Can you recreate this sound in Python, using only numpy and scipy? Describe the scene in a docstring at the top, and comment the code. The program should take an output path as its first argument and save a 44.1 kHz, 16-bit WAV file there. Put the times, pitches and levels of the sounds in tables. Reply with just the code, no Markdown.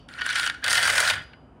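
"""A rotary telephone dial in a quiet, humming room; a faint ringing wash dies away at the start.
From 0.09 s a finger winds the dial over its ratchet: gear teeth chatter and ring the hollow case.
It is held at the stop and let go at 0.62 s; the spring spins it back, the stand shudders and the
governor knocks about 40 times a second. Near 1 s the heaviest knocks thud through the base.
A small metal part rings on faintly as the dial comes to rest at 1.33 s."""
import sys
import numpy as np
from scipy import signal
from scipy.fft import rfft, irfft, next_fast_len
from scipy.io import wavfile
from scipy.ndimage import uniform_filter1d, map_coordinates

SR = 44100
rng = np.random.default_rng(int(sys.argv[2]) if len(sys.argv) > 2 else 0)


def dump_mix(stems):
    """Bounce the given channels to the path in sys.argv[1] as a 16-bit WAV at rate SR."""
    frames = np.atleast_2d(stems).T  # one column per channel
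    limited = np.clip(frames, -1, 1)  # hard clip at full scale
    pcm = np.round(limited * 32767).astype(np.int16)
    wavfile.write(sys.argv[1], SR, pcm)


N = 70560
TIME_S = np.arange(N) / SR


def amp(db):
    """dB to gain."""
    return 10 ** (np.asarray(db) / 20)


def unit(x):
    """Scale to rms 1."""
    return x / np.sqrt(np.mean(x ** 2) + 1e-20)


def along(points, hz):
    """Interpolate (frequency [Hz], value) points on a log axis."""
    knots_hz, values = np.transpose(points)
    return np.interp(np.log(hz + 1), np.log(knots_hz + 1), values)


def levels(rows):
    """Per-sample dB curve for each level column; silent outside the rows."""
    times_s, *columns = np.transpose(rows)
    return [np.interp(TIME_S, times_s, db, left=-120, right=-120) for db in columns]


def wobble(knots_per_s):
    """Smooth random curve."""
    knots = rng.standard_normal(int(N * knots_per_s / SR) + 4)
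    return map_coordinates(knots, [TIME_S * knots_per_s])


def filtered(x, response):
    """Zero-phase filter with gain response(hz)."""
    size = next_fast_len(N + SR // 2)
    return irfft(rfft(x, size) * response(np.fft.rfftfreq(size, 1 / SR)), size)[:N]


def noise(colour):
    """Coloured noise, rms 1."""
    return unit(filtered(rng.standard_normal(N), lambda hz: amp(along(colour, hz))))


def minimum_phase(gain):
    """Causal impulse response with this gain, by cepstral folding."""
    cepstrum = irfft(np.log(np.maximum(gain, 1e-6)))
    half = len(cepstrum) // 2
    cepstrum[1:half] *= 2
    cepstrum[half + 1:] = 0
    return irfft(np.exp(rfft(cepstrum)))[:half]


def struck(modes, start_s, rise_s=0.003):
    """Decaying sine modes with a soft attack."""
    t = np.maximum(TIME_S - start_s, 0)
    ring = sum(amp(db - 60 * t / t60_s) * np.sin(2 * np.pi * hz * t) for hz, db, t60_s in modes)
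    return (1 - np.exp(-t / rise_s)) * ring


def air_hum():
    """Steady low noise of the room air."""
    # air spectrum (frequency [Hz], relative level [dB])
    colour = [(20, -42), (32, -25), (42, -5), (62, 5), (90, -0.5), (150, 1.5), (200, -5.5), (250, 0.5),
              (400, -10), (800, -10.5), (1450, -19), (2000, -29.5), (2900, -29), (3500, -41.5), (6000, -49),
              (10000, -49.5), (11500, -64), (16000, -66)]
    return amp(-51) * noise(colour)


def ringing_wash(level_db=-59.5, t60_s=0.37):
    """Faint noise, peaked near 3 and 4.6 kHz, dying away from the start."""
    # wash spectrum (frequency [Hz], relative level [dB])
    colour = [(1500, -38), (2500, -15), (2900, -10.5), (2985, 0), (3100, -10), (3600, -13), (4100, -26),
              (4450, -16), (4560, -3), (4700, -16), (5400, -20), (6500, -33), (10000, -38), (15000, -55)]
    return amp(level_db - 60 * TIME_S / t60_s) * noise(colour)


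def tooth_contacts(samples, rate_per_s=4000, log_spread=0.4, smear_s=0.0011):
    """Random contacts of uneven size, each scattered briefly through the mechanism; rms 1."""
    hit = rng.random(samples) < rate_per_s / SR
    polarity, size = rng.standard_normal((2, samples))
    impulses = hit * np.sign(polarity) * np.exp(log_spread * size)
    t = np.arange(1024) / SR
    spectrum = rfft(rng.standard_normal(len(t)) * np.exp(-t / smear_s), 2 * len(t))
    smear = irfft(spectrum / np.abs(spectrum))[:len(t)]  # flat magnitude
    return unit(signal.fftconvolve(impulses, smear)[:samples])


def contact_responses(colour, crossovers_hz=(2680, 5370)):
    """Response to one contact in three bands: case ring, gear clatter, tooth sizzle."""
    # case and dial plate resonances (frequency [Hz], width [Hz], lift [dB])
    modes = [(1411, 28, 6.5), (1470, 40, 9.5), (1579, 30, 6), (1670, 28, 4.5), (1752, 28, 3), (1846, 32, 6),
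             (2063, 35, 8.5), (2260, 67, 8), (2676, 25, -1), (2950, 45, 8.5), (3333, 50, 6.5),
             (4189, 30, 6), (4610, 80, 9)]
    hz = np.fft.rfftfreq(8192, 1 / SR)
    lift_db = sum(db / (1 + (2 * (hz - mode_hz) / width_hz) ** 2) for mode_hz, width_hz, db in modes)
    body = amp(along(colour, hz) + lift_db)
    low, mid = [1 / (1 + (hz / edge_hz) ** 10) for edge_hz in crossovers_hz]
    return [minimum_phase(body * np.sqrt(share)) for share in (low, (1 - low) * mid, 1 - mid)]


def patchy(x, depth_db):
    """Random time-frequency gain: every few contacts favour other frequencies."""
    spectra = signal.stft(x, nperseg=256)[2]
    field = uniform_filter1d(rng.standard_normal(spectra.shape), size=4, axis=0)
    field = unit(uniform_filter1d(field, size=3, axis=1))
    return unit(signal.istft(spectra * amp(depth_db * field), nperseg=256)[1][:N])


def gear_chatter(envelope, responses, band_trims_db, rub, patchy_db, rough_db=0):
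    """Running gears: an uneven stream of contacts over a little rubbing."""
    force = patchy(tooth_contacts(N) + rub * rng.standard_normal(N), patchy_db)
    force *= amp(rough_db * wobble(knots_per_s=170))
    out = np.zeros(N)
    for db, trim_db, response in zip(levels(envelope), band_trims_db, responses):
        steady_rms = signal.fftconvolve(force, response)[:N].std()
        out += signal.fftconvolve(force * amp(db + trim_db), response)[:N] / steady_rms
    return out


def blows(rows, responses, band_trims_db, rise_s, snap=0):
    """Short rattles with an optional snap; the case rings up a moment later."""
    out, t = np.zeros(N + SR), np.arange(SR // 20) / SR
    swell = 1 - np.exp(-t / rise_s)
    crack = snap * (t == 0)
    for start_s, *bands_db, decay_s in rows:
        rattle = tooth_contacts(len(t)) * np.exp(-t / decay_s)
        forces = rattle * swell, rattle * np.sqrt(swell) + crack, rattle + crack
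        for db, trim_db, force, response in zip(bands_db, band_trims_db, forces, responses):
            band = unit(signal.fftconvolve(force, response)[:len(t)])
            out[round(start_s * SR):][:len(t)] += amp(db + trim_db) * band
    return out[:N]


def winding():
    """The finger drags the dial round over its ratchet."""
    # contact spectrum (frequency [Hz], relative level [dB])
    colour = [(150, -50), (450, -23), (900, -15.5), (1270, -8.5), (1400, 2.5), (1620, 0), (1850, -4.5),
              (2200, -13), (3300, -11.5), (5000, -17), (6200, -19.5), (8000, -18.5), (9600, -14),
              (11800, -34.5), (15500, -35)]
    # gear chatter before trim (time [s], ring [dB], clatter [dB], sizzle [dB])
    envelope = [(0.085, -49, -53, -61), (0.171, -40, -52.5, -58.5), (0.197, -34, -35, -59),
                (0.215, -40, -44, -56), (0.235, -39.5, -40.5, -56.5), (0.259, -29, -36.5, -45),
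                (0.345, -31.5, -28.5, -45.5), (0.361, -32, -32, -37.5), (0.449, -31, -33.5, -37.5),
                (0.467, -26.5, -30, -35), (0.491, -32.5, -37.5, -50.5), (0.499, -25, -30, -44.5),
                (0.513, -40, -55, -57.5), (0.62, -61.5, -63.5, -76)]
    # ratchet catches before trim (time [s], ring [dB], clatter [dB], sizzle [dB], decay [s])
    catches = [(0.0872, -46, -45, -59, 0.001), (0.138, -54, -42, -70, 0.001),
               (0.2102, -26.5, -37.5, -49, 0.0018), (0.2158, -23.5, -29.5, -53.5, 0.0036),
               (0.2625, -27.5, -34.5, -34, 0.0037), (0.2902, -33, -26.5, -45.5, 0.003),
               (0.2982, -35.5, -28.5, -37, 0.0046), (0.3054, -34.5, -29.7, -40, 0.0052),
               (0.3285, -25.5, -31.5, -38, 0.0035), (0.3555, -21.5, -23, -31, 0.0054),
               (0.3652, -44, -27.5, -48.5, 0.009), (0.3735, -25, -32.5, -44, 0.0052),
               (0.3834, -28, -29, -37, 0.003), (0.3954, -23, -23.5, -32.5, 0.0021),
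               (0.4035, -28.5, -37.5, -44, 0.0011), (0.429, -21, -26, -38, 0.01),
               (0.4632, -23, -26, -34.5, 0.003), (0.4738, -28.5, -26.5, -33.5, 0.002),
               (0.4975, -26, -28, -41, 0.0017), (0.5417, -33.1, -42.5, -59, 0.005)]
    responses = contact_responses(colour)
    gears = gear_chatter(envelope, responses, band_trims_db=(-0.5, -3.5, -2), rub=0.57, patchy_db=3.5)
    return gears + blows(catches, responses, band_trims_db=(-10.5, -11, -10.5), rise_s=0.004)


def room_reverb(x, level_db=-18):
    """Diffuse tail; the treble dies first."""
    # room decay (frequency [Hz], t60 [s])
    decay = [(300, .4), (2000, 0.5), (6000, 0.39), (10000, 0.22), (12000, .14), (15000, 0.063)]
    hz, t, spectra = signal.stft(rng.standard_normal(SR // 2), SR, nperseg=256)
    tail = signal.istft(spectra * amp(-60 * t / along(decay, hz)[:, None]), SR, nperseg=256)[1]
    return amp(level_db) * signal.fftconvolve(x, tail / np.linalg.norm(tail))[:N]


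def stand_shudder():
    """The spinning dial shakes the stand: rumble near 90 Hz."""
    # rumble envelope (time [s], level [dB])
    envelope = [(0.6, -68), (0.61, -55), (0.744, -49), (1.116, -49.5), (1.134, -41), (1.322, -72),
                (1.35, -75.5)]
    # rumble spectrum (frequency [Hz], relative level [dB])
    colour = [(40, -26), (70, -3), (90, 5), (115, -2.5), (170, -10.5), (400, -51.5)]
    return amp(levels(envelope)[0]) * noise(colour)


def spin_back():
    """The spring drives the gears back; release, governor and final stop knock."""
    # contact spectrum (frequency [Hz], relative level [dB])
    colour = [(150, -35.5), (380, -24.5), (520, -12.5), (900, -9), (1290, -5.5), (1420, -0.5), (1850, -1),
              (2200, -7), (4000, -2.5), (6200, -15.5), (8000, -18), (9300, -14.5), (11800, -30.5),
              (15500, -32)]
    # gear chatter before trim (time [s], ring [dB], clatter [dB], sizzle [dB])
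    envelope = [(0.62, -55, -77, -61), (0.63, -39, -49, -75), (0.644, -27, -30, -40),
                (0.656, -28, -36, -43.5), (0.708, -23.5, -26.5, -25.5), (0.782, -24, -24.5, -28),
                (0.786, -23.5, -28.5, -28.5), (0.898, -21.5, -29, -28.5), (0.926, -25.5, -30.5, -31),
                (1.0, -19.5, -29, -26), (1.04, -23, -31.5, -30.5), (1.106, -22.5, -23, -28.5),
                (1.118, -25.5, -36.5, -37), (1.214, -38, -55, -63), (1.245, -66, -62, -62)]
    # knocks before trim (time [s], ring [dB], clatter [dB], sizzle [dB], decay [s])
    knocks = [(0.6422, -26.5, -23.5, -28.5, 0.004), (0.663, -30.5, -32, -33, 0.003),
              (0.68, -22.5, -22.5, -29, 0.004), (0.7299, -19.5, -20.5, -23, 0.002),
              (0.7535, -18, -24, -26.5, 0.004), (0.7778, -19, -20.5, -31, 0.003),
              (0.8288, -24, -20.5, -26.5, 0.003), (0.8528, -15.5, -33, -30.5, 0.003),
              (0.8748, -19, -27.5, -26, 0.004), (0.9004, -20.5, -27.5, -25.5, 0.003),
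              (0.9557, -24.5, -37, -30.5, 0.002), (0.9799, -16.5, -20, -26, 0.003),
              (1.003, -23.5, -23, -21, 0.003), (1.0505, -24, -26, -37, 0.003),
              (1.0754, -18.5, -21.0, -28.7, 0.005), (1.0992, -21, -17, -26.7, 0.006),
              (1.136, -24.5, -29, -40, 0.006), (1.3325, -44, -55, -79, 0.005)]
    responses = contact_responses(colour)
    gears = gear_chatter(envelope, responses, band_trims_db=(-1, -3.5, -1.5),
                         rub=0.33, patchy_db=2.5, rough_db=-0.2)
    return gears + blows(knocks, responses, band_trims_db=(-11, -11, -9), rise_s=0.0015, snap=4.9)


def base_thuds():
    """The heaviest knocks thud through the base."""
    # thuds (time [s], level [dB])
    thuds = [(.982, -30), (1.003, -34), (1.099, -29)]
    # base modes (frequency [Hz], relative level [dB], t60 [s])
    modes = [(510, -3, .06), (603, 0, .08)]
    return sum(amp(db) * struck(modes, start_s) for start_s, db in thuds)


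def metal_ring():
    """A small metal part, struck once, rings on."""
    # modes of the part (frequency [Hz], level [dB], t60 [s])
    modes = [(3009, -52, 1.0), (4860, -41.5, 0.63), (9953, -57, .55), (14295, -72.5, .35)]
    return struck(modes, start_s=1.075)


def scene():
    """Dial, stand and room; mono."""
    dial = winding() + spin_back()
    direct = ringing_wash() + dial + stand_shudder() + base_thuds() + metal_ring()
    return (direct + room_reverb(dial) + air_hum())[None]


def record(dry):
    """Steep low-pass."""
    cutoff_hz = 15830
    return filtered(dry[0], lambda hz: 1 / (1 + (hz / cutoff_hz) ** 400))[None]


dry = scene()
out = record(dry)
dump_mix(out)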